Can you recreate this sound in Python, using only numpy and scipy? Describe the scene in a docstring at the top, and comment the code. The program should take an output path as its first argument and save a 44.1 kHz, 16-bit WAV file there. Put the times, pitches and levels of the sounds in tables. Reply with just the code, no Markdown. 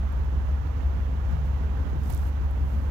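"""A big petrol V8 idles in a pickup outdoors, heard from beside the rear wheel: uneven pulses from two
cylinder banks excite the resonances of the muffled tailpipe, and each pulse drives a puff of gas noise.
Hollow hums rise briefly from the rumble; the engine bay on the right adds throbbing noise and faint whines.
Swells of low noise are air on the microphone; grains, ticks and a scuff are cloth close by, probably a sleeve."""
import sys
import numpy as np
from scipy import signal
from scipy.fft import rfft, irfft
from scipy.io import wavfile
from scipy.ndimage import map_coordinates

SR = 44100
rng = np.random.default_rng(int(sys.argv[2]) if len(sys.argv) > 2 else 0)


def wav_record(signal):
    """Record a signal, one row per channel, as 16-bit PCM in the file named by sys.argv[1]."""
    frames = np.transpose(np.atleast_2d(signal))
    bounded = np.clip(frames, -1, 1)
    # unit amplitude maps onto the largest positive 16-bit level
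    quanta = np.round(bounded * 32767).astype(np.int16)
    wavfile.write(sys.argv[1], SR, quanta)


N = 127890

# Engine speed: [t/s, speed/(rev/min)]
ENGINE_SPEED = [(0, 749), (1.65, 749), (1.8, 746.4), (2.9, 746.4)]
# Bank of each cylinder in firing order: [0 short pipe, 1 long pipe]
CYLINDER_BANK = [0, 1, 0, 1, 1, 0, 1, 0]
# Relative pulse strength of each cylinder in firing order: [level/dB]
CYLINDER_LEVEL = [9.6, 8.1, -8.1, 2.1, -1.3, -2.4, 4.7, -12.7]
# Relative response of muffler and tailpipe: [f/Hz, level/dB]
PIPE_RESPONSE = [(20, -27), (31, -22), (42, -26.4), (50, -.6), (60, -6.2), (68.5, 10.9), (75, -.3),
                 (82, -9.4), (92, -18), (100, 0), (112, -26), (131, -21), (155, -19), (185, -26),
                 (200, -32.9), (213, -10), (238, -38.5), (268, -26), (300, -41), (500, -52), (1000, -72),
                 (3000, -130)]
# Gas noise at the pipe's mouth, before its modulation and swell: [f/Hz, level/(dB per Hz)]
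GAS_SPECTRUM = [(18, -76), (35, -62), (52, -61), (72, -65.5), (90, -54), (130, -66), (158, -60.5),
                (185, -76), (213, -59.5), (236, -72.5), (268, -64.5), (305, -69.5), (520, -78),
                (1000, -98.5), (2500, -125)]
# Slow changes of level: [t/s, gas level/dB, engine bay level/dB]
SLOW_SWELL = [(0, -6.5, -0.6), (.25, 1.5, 0), (.45, -3, -1.1), (.7, -0.5, 0.05), (1.1, -.5, 0),
              (1.4, -3.5, .5), (1.7, 1.5, 0), (1.9, 2.5, 0.5), (2.1, 3, -1), (2.35, -3, -0.76),
              (2.7, 1, -0.9), (2.9, 1.5, -1)]
# Hollow hums, level at the peak on the right: [t/s, length/s, f/Hz, level/dB]
HOLLOW_HUMS = [(1.35, .05, 160, -34), (1.421, 0.036, 152, -33)]
# Fan, belts and valve gear before modulation: [f/Hz, left level/(dB per Hz), right level/(dB per Hz)]
BAY_SPECTRUM = [(20, -93.5, -89.5), (62.5, -45, -47.5), (160, -77.5, -67.5), (292, -93, -82),
                (520, -83.5, -73), (925, -83, -72.5), (1610, -97.5, -78.5), (2210, -105, -85),
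                (2970, -121, -88.5), (4890, -124, -98), (6370, -130, -97), (8270, -132, -108),
                (10200, -126, -109), (13000, -115, -103), (15400, -116, -108)]
# Moments when the random flutter of the whir's noise happens to be louder: [t/s]
LOUDER_MOMENTS = [.255, .48, .675, 1.32, 1.77, 2.285]
# Whine of pulleys and pumps on the right, before the swell: [f/Hz, level/dB]
PULLEY_WHINES = [(437, -57), (513, -58.5), (2738, -72), (3070, -76)]
# Air on the microphone, level at each peak: [t/s, length/s, left level/dB, right level/dB]
AIR_BUFFETS = [(.375, .012, -50, -28), (1.39, .08, -42, -33), (1.56, .05, -35, -36),
               (1.875, .025, -34, -30), (1.95, .06, -35, -31), (2.13, .08, -35, -31), (2.45, .02, -50, -32),
               (2.66, .06, -42, -34)]
# Relative spectrum of the buffets: [f/Hz, level/dB]
AIR_SPECTRUM = [(20, -67), (60, 6.5), (110, 5.5), (155, 0.5), (185, -12.5), (270, -15), (600, -26),
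                (2000, -87), (5000, -110)]
# Level of the rustle before its colouring: [t/s, level/dB]
RUSTLE_LEVEL = [(0, -86), (1.42, -73), (1.455, -50), (1.53, -73), (2.0, -60), (2.04, -47), (2.09, -44.5),
                (2.105, -40.5), (2.14, -40.5), (2.17, -44), (2.21, -48), (2.27, -46.5), (2.33, -59),
                (2.6, -60), (2.7, -50.5), (2.9, -56.5)]
# Filter of the rustle: [f/Hz, left level/dB, right level/dB]
CLOTH_RESPONSE = [(102, 7, 2.5), (253, -7, 8.5), (694, 3, 1), (1490, -11.5, -6), (2970, -41, -7),
                  (5650, -41, -6), (8540, -43, -8.5), (10200, -25, -11), (12200, -22, -4),
                  (15500, -21, -10)]
# Ticks in the cloth, level at onset on the right: [t/s, level/dB, centre f/Hz]
CLOTH_TICKS = [(.1252, -45, 12000), (2.035, -45, 6000), (2.1005, -38, 9000), (2.1037, -35, 12500),
               (2.126, -37, 10000), (2.1355, -39, 7000), (2.1475, -33, 11000), (2.177, -36, 7500),
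               (2.194, -44, 12500), (2.2695, -45, 12500), (2.281, -48, 12500), (2.5112, -47, 12000)]
# Relative spectrum of the scuff: [f/Hz, level/dB]
SCUFF_SPECTRUM = [(100, 2), (300, -5), (800, 1.5), (1500, -14), (4000, -23), (9000, -57)]

# Exhaust pulses: timing in s, random spread of strength in dB
FIRST_FIRING_S, BANK_LAG_S, JITTER_S, SCATTER_DB = .0053, .0048, .0001, 0.8
# Gas flow: decay time in s; steady part relative to the rms flow
PUFF_S, PUFF_FLOOR = .012, 1.2
# Boom level outside the stumble; gas on the left relative to the right
EXHAUST_DB, GAS_LEFT_DB = -25, -2.5
# The idle stumbles once: the boom sinks and recovers
STUMBLE_S, STUMBLE_DB, STUMBLE_FALL_S, STUMBLE_RECOVER_S = 1.854, -13, .008, .035
PORT_LAG_S = .00055  # the exhaust reaches the left microphone port this much later
# Relative spread of pitch; left relative to right
HUM_WANDER, HUM_LEFT_DB = .03, -11
WHINE_WANDER, WHINE_LEFT_DB = 0.00387, -14.5
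# Modulation of the whir: rms throb and flutter, height and length of the louder moments
BAY_THROB_DB, BAY_FLUTTER_DB, LOUDER_DB, LOUDER_LENGTH_S = 0.42, .5, 1.5, 0.024
FLUTTER_HZ = 14  # random points per second, for the whir's flutter and the pitch of hums and whines
# Cloth: mean grain rate, spread of grain level
GRAINS_PER_S, GRAIN_SPREAD_DB = 9000, 2.5
TICK_DECAY_S, TICK_LEFT_DB = .0009, -20
SCUFF_S, SCUFF_LENGTH_S, SCUFF_DB, SCUFF_LEFT_DB = 2.102, 0.012, -36, -20
TOP_HZ = 15750  # edge of the recorder's passband


def firings():
    """Periodic excitation: eight pulses per two turns, one bank delayed, from a second before the start."""
    t = np.arange(-SR, N) / SR
    firings_per_s = curve(ENGINE_SPEED, t) / 15  # four firings per turn, 60 s per minute
    fired = np.cumsum(firings_per_s) / SR
    fired -= np.interp(FIRST_FIRING_S, t, fired)
    count = np.arange(np.ceil(fired[0]), fired[-1]).astype(int)
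    cylinder = count % len(CYLINDER_BANK)
    chance = rng.standard_normal((len(count), 2))
    bank_delay = BANK_LAG_S * np.array(CYLINDER_BANK)[cylinder]
    when = np.interp(count, fired, t) + bank_delay + JITTER_S * chance[:, 0]
    strength = undb(np.array(CYLINDER_LEVEL)[cylinder] + SCATTER_DB * chance[:, 1])
    return np.bincount(np.searchsorted(t, when), strength, len(t) + 1)[:len(t)]


def puffs(pulses):
    """Exponential relaxation: the gas flow jumps at each firing and dies away."""
    return unit(signal.lfilter([1], [1, -np.exp(-1 / (PUFF_S * SR))], pulses))


def exhaust(pulses, flow):
    """Resonance and flow noise: pulses boom in the pipe, and noise follows the gas flow out of it."""
    t = np.arange(N) / SR
    since = t - STUMBLE_S
    sink = np.exp(-np.abs(since) / np.where(since < 0, STUMBLE_FALL_S, STUMBLE_RECOVER_S))
    resonance = unit(colour(pulses, PIPE_RESPONSE)[-N:])
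    boom = -undb(EXHAUST_DB + STUMBLE_DB * sink) * resonance
    rush = hiss(len(flow)) * unit(flow + PUFF_FLOOR)
    gas = swell(channels=1) * colour(rush, GAS_SPECTRUM)[-N:]
    left = np.interp(t - PORT_LAG_S, t, boom + undb(GAS_LEFT_DB) * gas)
    return np.array([left, boom + gas])


def hums():
    """Frequency-modulated sines under brief envelopes: hollow hums of wavering pitch in the rumble."""
    total = 0
    for at, length, hz, db in HOLLOW_HUMS:
        total = total + undb(db) * bump(at, length) * wavering_tone(hz, HUM_WANDER)
    return np.outer([undb(HUM_LEFT_DB), 1], total)


def engine_bay(flow):
    """Amplitude modulation: whir throbs with the gas flow and flutters, beside wavering whines."""
    throb_db = BAY_THROB_DB * unit(flow[-N:] - flow[-N:].mean())
    louder_db = LOUDER_DB * sum(bump(at, LOUDER_LENGTH_S) for at in LOUDER_MOMENTS)
    flutter_db = BAY_FLUTTER_DB * walk(FLUTTER_HZ) + louder_db
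    gain = undb(throb_db + flutter_db)
    whir = np.array([colour(hiss(N) * gain, BAY_SPECTRUM, channels=side) for side in (1, 2)])
    whine = sum(undb(db) * wavering_tone(hz, WHINE_WANDER) for hz, db in PULLEY_WHINES)
    return whir + np.outer([undb(WHINE_LEFT_DB), 1], whine)


def swell(channels):
    """Slow amplitude modulation: gain of the gas (column 1) or the engine bay (column 2)."""
    return undb(curve(np.array(SLOW_SWELL)[:, [0, channels]], np.arange(N) / SR))


def buffets():
    """Incoherent low-frequency noise: soft swells of air, unrelated on the two microphone ports."""
    push = 0
    for at, length, left_db, right_db in AIR_BUFFETS:
        push = push + np.outer(undb([left_db, right_db]), bump(at, length))
    return push * np.array([unit(colour(hiss(N), AIR_SPECTRUM)) for _ in range(2)])


def slips():
    """Random impulse process: tiny slips of cloth at random moments, of random sign and size."""
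    happens = rng.random(N) < GRAINS_PER_S / SR
    return happens * rng.standard_normal(N) * undb(GRAIN_SPREAD_DB * rng.standard_normal(N))


def rustle():
    """Friction noise: dense slips, filtered and unrelated on the two microphone ports."""
    rub = undb(curve(RUSTLE_LEVEL, np.arange(N) / SR))
    return np.array([colour(rub * unit(slips()), CLOTH_RESPONSE, channels=side) for side in (1, 2)])


def ticks():
    """Sudden release: cloth catches and snaps free in decaying band noise, each tick at its own frequency."""
    t, total = np.arange(N) / SR, 0
    for at, db, hz in CLOTH_TICKS:
        snap = unit(signal.lfilter(*signal.iirpeak(hz, 2, fs=SR), hiss(N)))
        decay = (t >= at) * np.exp(-np.abs(t - at) / TICK_DECAY_S)
        total = total + undb(db) * decay * snap
    return np.outer([undb(TICK_LEFT_DB), 1], total)


def scuff():
    """Friction noise under a short envelope: a brief, light scuff as the cloth touches."""
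    noise = unit(colour(hiss(N), SCUFF_SPECTRUM))
    return np.outer([undb(SCUFF_LEFT_DB), 1], undb(SCUFF_DB) * bump(SCUFF_S, SCUFF_LENGTH_S) * noise)


def wavering_tone(hz, wander):
    """Frequency modulation: a sine of rms 1 whose phase sums a randomly wandering frequency."""
    frequency = hz * (1 + wander * walk(FLUTTER_HZ))
    return unit(np.sin(2 * np.pi * np.cumsum(frequency) / SR))


def colour(x, rows, channels=1):
    """Minimum-phase filtering through (f/Hz, level/dB, ..) rows; channels picks the level column."""
    rows, size = np.array(rows, float), 2 ** 18
    hz = np.maximum(np.arange(size // 2 + 1) * SR / size, 1)
    level_db = np.interp(np.log(hz), np.log(rows[:, 0]), rows[:, channels])
    cepstrum = irfft(np.log(undb(level_db)))
    # folding the cepstrum onto positive times makes the filter causal
    cepstrum[1:size // 2] *= 2
    cepstrum[size // 2 + 1:] = 0
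    return irfft(rfft(x, size) * np.exp(rfft(cepstrum)))[:len(x)]


def hiss(count):
    """White noise: uniform power density of 0 dB per Hz."""
    return rng.standard_normal(count) * np.sqrt(SR / 2)


def walk(hz):
    """Band-limited randomness: smooth wander of rms 1 through hz random points per second."""
    points = rng.standard_normal(1024)
    return unit(map_coordinates(points, [np.arange(N) / SR * hz], mode="wrap"))


def bump(at, length):
    """Gaussian envelope: height 1 at a moment (s), falling to exp(-2) at one length (s) away."""
    return np.exp(-2 * ((np.arange(N) / SR - at) / length) ** 2)


def curve(rows, t):
    """Linear interpolation through (t/s, value) rows."""
    return np.interp(t, *np.array(rows).T)


def unit(x):
    """Normalisation to rms 1."""
    return x / np.sqrt(np.mean(x ** 2))


def undb(db):
    """Logarithmic level: decibels to amplitude gain."""
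    return 10 ** (np.asarray(db) / 20)


def scene():
    """Superposition: exhaust in the middle, engine bay and rustle to the right."""
    pulses = firings()
    flow = puffs(pulses)
    engine = exhaust(pulses, flow) + hums() + swell(channels=2) * engine_bay(flow)
    cloth = rustle() + ticks() + scuff()
    return engine + buffets() + cloth


def record(dry):
    """Low-pass filtering: the recorder cuts the top of the treble."""
    return signal.sosfilt(signal.ellip(10, .1, 80, TOP_HZ, fs=SR, output="sos"), dry)


dry = scene()
out = record(dry)
wav_record(out)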